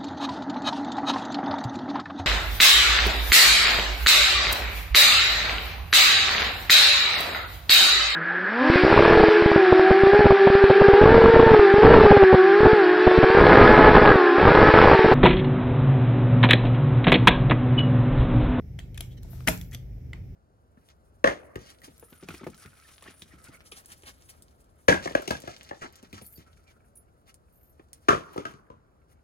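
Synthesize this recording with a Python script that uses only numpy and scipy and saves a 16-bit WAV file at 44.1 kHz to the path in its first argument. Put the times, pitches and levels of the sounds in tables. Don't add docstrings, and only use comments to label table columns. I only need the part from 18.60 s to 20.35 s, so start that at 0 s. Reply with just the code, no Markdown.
import sys
import numpy as np
from scipy import signal
from scipy.fft import rfft, irfft, next_fast_len
from scipy.io import wavfile
from scipy.ndimage import map_coordinates

SR = 44100
rng = np.random.default_rng(int(sys.argv[2]) if len(sys.argv) > 2 else 0)


def undo_db(level):
    steps = np.asarray(level, float) / 20
    return 10 ** steps


def store_wav(level_fs):
    pcm = np.round(np.clip(np.atleast_2d(level_fs), -1, 1) * 32767)
    wavfile.write(sys.argv[1], SR, pcm.T.astype(np.int16))


N = 77175

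# multiple of the shaft rate, level in dB rms.
SHAFT_ORDERS = [(2, -46.5), (3, -48.5), (4, -49.5), (5, -48), (6, -60.5), (7, -58.5), (9, -69.5),
                (10, -69.5)]
SHAFT_HZ = 25.23
SWAY_DB, SWAY_RAD, SWAY_PER_S = 2.5, 0.6, 9
# frequency in Hz, density in dB per Hz.
AIR_COLOUR = [(13, -53.5), (22, -6), (38, -7), (129, -15), (156, -25), (260, -29), (304, -30), (366, -30.5),
              (900, -49), (1170, -94), (1980, -120)]
# frequency in Hz, density in dB per Hz.
HISS_COLOUR = [(530, -34.5), (900, -15), (956, -12.5), (1920, -5.5), (2140, -8), (4460, -18.5), (5220, -11),
               (8550, -26), (13000, -14), (16000, -16)]
AIR_DB, HISS_DB = -41.5, -70
# centre in Hz, width in Hz, level in dB.
WHINE_BANDS = [(2200, 450, -78), (5550, 900, -82.5)]
# frequency in Hz, correlation from 0 to 1.
LIKENESS = [(60, 0.92), (180, 0.78), (550, 0.56), (1650, 0.08), (4970, 0.08), (15000, 0.13)]

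# start in seconds, peak level in dB, body pitch in Hz, brightness in dB,
# left over right in dB.
TIP_TICKS = [(0.1882, -36, 2120, -12, 3.5), (0.191, -33.5, 3230, -22, 1), (0.193, -49.5, 4310, -30, 7),
             (0.1908, -40.5, 7460, -20, -4), (0.1997, -45, 1960, -2, 6), (0.3445, -45, 3120, -3, 4),
             (0.3761, -36.5, 1730, 2, 6), (0.378, -39, 2440, -10, 11), (0.3777, -37, 3520, -3, -4),
             (.379, -53, 4900, -10, 2), (0.3782, -39, 7340, -30, -6), (0.4063, -37.5, 10380, -6, 13),
             (.4072, -28, 3200, 1, 0.5), (0.4067, -42, 5550, -32, 1), (.409, -39.5, 3890, 5.5, 12),
             (.627, -65, 3720, 11.5, 8), (0.632, -52.5, 4200, 13, -2.5), (.948, -50, 6800, 6, -3),
             (0.9751, -42.5, 7360, 7, -3), (1.0129, -42, 3450, 10, -4), (1.1126, -49.5, 6160, 6.5, -5),
             (1.1189, -47.5, 1810, 0.5, 7), (1.1454, -40.5, 1970, -22, 5), (1.1465, -41.5, 11700, -15, 14),
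             (1.1479, -33.5, 3294, -29, -10), (1.1471, -40, 6220, -30, 13), (1.1512, -38, 3500, -15, 4),
             (1.5329, -45, 1530, -18, 9), (1.5321, -29, 2040, -22, -1)]
# start in seconds, peak level in dB,
# body pitch in Hz, brightness in dB, left over right in dB.
SLOT_JUMP = [(.732, -44, 850, -11, -6), (0.8061, -39.5, 1080, -13.5, 5), (.806, -49, 2570, -13.5, 7),
             (0.8723, -26, 1540, -15.5, 2), (0.8743, -15, 1950, -10, 3), (.8752, -17.5, 3000, 5, 1.5),
             (0.8764, -19, 1560, 3.5, -1.5), (0.8816, -9, 2095, -16, 6.5), (0.8834, -22, 1810, -3.5, 1.5),
             (0.8857, -18.5, 1400, 6, -3), (0.8878, -25.5, 2110, 5.5, 0.5), (0.8936, -24, 11700, -2.5, 0.5),
             (.8974, -29, 13500, -3, 4.5)]
# frequency in Hz, level in dB, 60 dB decay in seconds.
BRASS_MODES = [(4200, -15.5, 0.004), (5870, -4.5, 0.0095), (7280, -11, 0.028), (9900, -8.5, 0.016),
               (11610, -7, 0.015), (13500, -12.5, .004)]
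TICK_T60_S, JUMP_T60_S = 0.012, 0.008
BODY_RISE_S = 0.00092
CHATTER, BODY_CHATTER_S, BRASS_CHATTER_S = 0.042, 0.0013, 0.0019
CRACK_DB, CRACK_T60_S = -1, 0.012
KNOCK_DB, KNOCK_WIDTH = -3.5, 0.99
UNLIKE = 1
BLUR, BRASS_BLUR = 0.3, 0.12

# start in seconds, level in dB, dullness corner in Hz.
BENCH_BLOWS = [(0.189, -42, 1500), (.406, -37.5, 1492), (0.648, -45.5, 1200), (0.733, -47.5, 2500),
               (0.8051, -45, 3500), (0.874, -21, 1500), (.881, -17.5, 1500), (.886, -16.5, 2500),
               (0.8925, -21.5, 700), (1.147, -43.5, 1504), (1.533, -47.5, 3000)]
# frequency in Hz, level in dB, 60 dB decay in seconds.
BENCH_MODES = [(253, -5, 0.042), (315, -4.5, .05), (527.5, -5, 0.04), (665, 1.5, 0.037), (854, -2, 0.026),
               (1270, -10.5, 0.024)]

# start in seconds, length in seconds, level in dB, pitch in Hz,
# brightness in dB.
TIP_SCRAPES = [
    (0.341, 0.035, -59, 2200, -24),
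    (0.503, 0.041, -61, 3300, -13),
    (0.867, 0.014, -42, 1480, -11),
    (1.116, 0.043, -51, 1980, -12),
    (1.127, 0.018, -48, 3330, -4),
]

# frequency in Hz, width in Hz, level in dB.
SQUEAK_MODES = [(1900, 70, -9.5), (3050, 28, -1.5), (3930, 50, -5.5), (5700, 47, -10.5)]
SQUEAK_START_S, SQUEAK_LENGTH_S, SQUEAK_DB = 0.57, 0.02, -56

# time in seconds, thin hiss in dB, dull rub in dB.
FINGER_SLIDE = [
    (.635, -82.5, -69),
    (.68, -77, -67),
    (.705, -58, -64.5),
    (.728, -56, -60.5),
    (.75, -61, -60),
    (.78, -66, -60.5),
    (.82, -68.5, -61),
    (.868, -67.5, -66.5),
]
# frequency in Hz, density in dB per Hz.
SKIN_COLOUR = [(8000, -32), (10500, -14.5), (13500, -4), (15800, -13.5)]
# frequency in Hz, density in dB per Hz.
RUB_COLOUR = [(500, -8.5), (1000, 1.5), (2500, -5.5), (5700, -6), (7000, -11.5), (11000, -15),
              (15000, -18.5)]

# frequency in Hz, level in dB, 60 dB decay
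# in seconds.
BOOM_MODES = [(51.1, -20.5, 0.15), (158.6, -43.5, .12), (173.9, -32.5, 0.6), (670, -28, 0.046),
              (843, -27, .04), (3000, -42, .08), (11700, -49.5, 0.11)]
BOOM_START_S, BOOM_PAN_DB = 0.884, -1

# frequency in Hz, 60 dB decay in seconds.
ROOM_T60 = [(150, 0.5), (500, 0.2), (1200, .25), (2500, 0.29), (7000, 0.24), (10000, 0.22), (15000, 0.66)]
# frequency in Hz, level in dB.
ROOM_TONE = [(100, -4), (400, 1.5), (800, 2), (2000, -4), (5000, 0.5), (9000, 1), (15000, -6)]
ROOM_DB = -8

# frequency in Hz, difference in dB.
CLOSE_SHADE = [(250, -1.5), (600, -1), (1500, 2), (2800, -2), (5000, 0), (7500, 7.5), (11000, 9),
               (15000, 5.5)]
HANDS_LAG_S, BENCH_LAG_S = 0.00003, 0.00021
DIP_HZ, DIP_WIDTH_HZ, DIP = 1080, 290, 0.53
LOW_HZ, TOP_HZ = 40.5, 15800
START_S, START_SHARE, STOP_S = 0.003, 0.4, 0.004


def unit(x):
    return x / np.sqrt(np.mean(x ** 2) + 1e-20)


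def along(points, hz):
    f, v = np.transpose(points)
    return np.interp(np.log(hz + 1), np.log(f + 1), v)


def wobble(rate):
    return map_coordinates(rng.standard_normal(400), [np.arange(N) * rate / SR])


def filtered(x, response):
    m = next_fast_len(x.shape[-1] + 8192)
    return irfft(rfft(x, m) * response(np.fft.rfftfreq(m, 1 / SR)), m)[..., :x.shape[-1]]


def coloured(shape, colour):
    return filtered(rng.standard_normal(shape), lambda f: undo_db(along(colour, f)))


def peak(f, hz, width_hz):
    return 1j * f * width_hz / (hz * hz - f * f + 1j * f * width_hz)


def rush(gain):
    def mid_side(hz):
        turn = np.arccos(np.clip(along(LIKENESS, hz), -1, 1)) / 2
        return gain(hz) * np.array([np.cos(turn), np.sin(turn)])

    mid, side = filtered(rng.standard_normal((2, N)), mid_side)
    return unit(np.array([mid + side, mid - side]))


def add(out, s, sound, pan_db, right=None, echo=None, lag_s=HANDS_LAG_S):
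    def matched(x):
        return sound if x is None else x * np.linalg.norm(sound) / np.linalg.norm(x)

    parts = [undo_db(pan_db / 2) * sound, undo_db(-pan_db / 2) * matched(right), matched(echo)]
    for row, part, late in zip(out, parts, (0, lag_s, 0)):
        at = round((s + late) * SR)
        row[at:at + len(sound)] += part


def rings(modes, t, scatter_db):
    total = 0
    for hz, db, t60 in modes:
        decay = undo_db(db + scatter_db * rng.standard_normal() - 60 * t / t60)
        pitch = hz * (1 + 0.01 * rng.standard_normal())
        total = total + decay * np.sin(2 * np.pi * pitch * t)
    return total


def shortened(modes, share):
    return [(hz, db, t60 * share) for hz, db, t60 in modes]


def hum():
    t = np.arange(N) / SR
    tones = 0
    for order, db in SHAFT_ORDERS:
        level = undo_db(db + 4.5 + SWAY_DB * wobble(SWAY_PER_S))
        phase = 2 * np.pi * (order * SHAFT_HZ * t + rng.random()) + SWAY_RAD * wobble(SWAY_PER_S)
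        tones = tones + level * np.sin(phase)
    air = undo_db(AIR_DB) * rush(lambda f: undo_db(along(AIR_COLOUR, f)))
    hiss = undo_db(HISS_DB) * rush(lambda f: undo_db(along(HISS_COLOUR, f)))
    whine = sum(undo_db(db) * rush(lambda f: abs(peak(f, hz, w)) ** 2) for hz, w, db in WHINE_BANDS)
    return tones + air + hiss + whine


def struck(ring, span_s, t):
    grains = np.clip(rng.standard_normal(len(t)) ** 3, -5, 5)
    blows = CHATTER * grains * np.exp(-(t / span_s) ** 2) + (t == 0)
    return signal.fftconvolve(blows, ring)[:len(t)]


def brass(t):
    crack = undo_db(CRACK_DB - 60 * t / CRACK_T60_S) * rng.standard_normal(len(t))
    return struck(rings(BRASS_MODES, t, 3) + crack, BRASS_CHATTER_S, t)


def knock(hz, t60, rise, t):
    noise = filtered(rng.standard_normal(len(t)), lambda f: peak(f, hz, KNOCK_WIDTH * hz) ** 2)
    return undo_db(KNOCK_DB - 60 * t / t60) * unit(noise) / 2 * rise


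def ticks():
    out, t = np.zeros((3, N + SR)), np.arange(2000) / SR
    rise = 1 - np.exp(-t / BODY_RISE_S)
    touches = [(row, TICK_T60_S) for row in TIP_TICKS] + [(row, JUMP_T60_S) for row in SLOT_JUMP]
    for (s, db, hz, bright_db, pan_db), t60 in touches:
        shell = [(hz, 0, t60), (hz * 0.76, -8, t60 * 0.66), (hz * 1.339, -10, t60 * 0.5)]
        body = struck(rings(shell, t, 1) * rise + knock(hz, t60, rise, t), BODY_CHATTER_S, t)
        top = np.abs(body).max()
        other = signal.hilbert(body).imag * rng.choice([-1, 1]) + knock(hz, t60, rise, t) * top
        echo = rings(shortened(shell, BLUR), t, 1) + knock(hz, t60, rise, t)
        add(out, s, undo_db(db) * body / top, pan_db, right=body + UNLIKE * other, echo=echo)
        bright = brass(t)
        add(out, s, undo_db(db + bright_db) * bright / np.abs(bright).max(), pan_db,
            right=bright * 0.18 + brass(t), echo=rings(shortened(BRASS_MODES, BRASS_BLUR), t, 1))
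    return out[:, :N]


def bench():
    out, t = np.zeros((3, N + SR)), np.arange(SR // 8) / SR
    for s, db, dull_hz in BENCH_BLOWS:
        push = t[:400] * np.exp(-2 * np.pi * dull_hz * t[:400])
        slap = 3 * undo_db(-60 * t / 0.008) * rng.standard_normal(len(t))
        ring = rings(BENCH_MODES, t, 2) + slap
        thud = signal.fftconvolve(ring, push / push.sum())[:len(t)]
        echo = rings(shortened(BENCH_MODES, BLUR), t, 2.8)
        add(out, s, undo_db(db - 5) * thud, 4, echo=echo, lag_s=BENCH_LAG_S)
    return out[:, :N]


def scrapes():
    out, t = np.zeros((3, N + SR)), np.arange(3000) / SR
    for s, length, db, hz, bright_db in TIP_SCRAPES:
        def metal(f):
            return peak(f, hz, 460) + sum(undo_db(g + bright_db) * peak(f, c, 900) for c, g, _ in BRASS_MODES)

        grains = rng.standard_normal(len(t)) * undo_db(2.3 * rng.standard_normal(len(t) // 20).repeat(20))
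        swell = np.sin(np.pi * np.clip(t / length, 0, 1))
        add(out, s, undo_db(db) * unit(filtered(grains, metal)) * swell, 1)
    return out[:, :N]


def squeak():
    progress = np.clip((np.arange(N) / SR - SQUEAK_START_S) / SQUEAK_LENGTH_S, 0, 1)
    swell = np.sin(np.pi * progress) ** 0.53
    tone = filtered(rng.standard_normal((3, N)),
                    lambda f: sum(undo_db(db) * peak(f, hz, 2.2 * w) for hz, w, db in SQUEAK_MODES))
    shared = unit(tone + tone[2])
    return undo_db(SQUEAK_DB) * swell * shared * undo_db([[0], [0], [-6]])


def slide():
    s, *levels = np.transpose(FINGER_SLIDE)
    total = 0
    for db, colour in zip(levels, (SKIN_COLOUR, RUB_COLOUR)):
        level = undo_db(np.interp(np.arange(N) / SR, s, db, -120, -120) + 1.5 * wobble(140))
        total = total + level * unit(coloured((3, N), colour))
    return total * undo_db([[2], [-3], [0]])


def boom():
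    t = np.clip(np.arange(N) / SR - BOOM_START_S, 0, None)
    ring = rings(BOOM_MODES, t, 0) * (1 - np.exp(-t / 0.0061))
    return ring * undo_db([[BOOM_PAN_DB / 2], [-BOOM_PAN_DB / 2]])


def room(x):
    hz, t, z = signal.stft(rng.standard_normal((2, SR // 2)), SR, nperseg=256)
    decay_db = along(ROOM_TONE, hz)[:, None] - 60 * t / along(ROOM_T60, hz)[:, None]
    tail = signal.istft(z * undo_db(decay_db), SR, nperseg=256)[1]
    late = np.pad(x, (250, 0))[None]
    return signal.fftconvolve(late, tail / np.linalg.norm(tail[0]), axes=1)[:, :N]


def scene():
    close = ticks() + bench() + scrapes() + squeak() + slide()
    hands = filtered(close, lambda f: 1 - DIP * peak(f, DIP_HZ, DIP_WIDTH_HZ))
    near = filtered(hands[:2], lambda f: undo_db(along(CLOSE_SHADE, f) * np.array([[0.5], [-0.5]])))
    block = np.arange(N) // (SR // 10)
    far = sum(room(hands[2] * (block == b)) for b in range(block.max() + 1))
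    return near + undo_db(ROOM_DB) * far + boom() + hum()


def top_cut(x):
    return signal.sosfilt(signal.butter(12, 16640, fs=SR, output="sos"), x)


def record(dry):
    def band(hz):
        return 1 / (1 + (hz / TOP_HZ) ** 90) / (1 + (LOW_HZ / (hz + 1)) ** 6)

    t = np.arange(N) / SR
    start = np.clip(START_SHARE + t / START_S, 0, 1)
    stop = np.clip(t[::-1] / STOP_S, 0, 1)
    wide = np.pad(dry * start * stop, ((0, 0), (4096, 4096)), "reflect")
    return top_cut(filtered(wide, band)[:, 4096:-4096])


dry = scene()
out = record(dry)
store_wav(out)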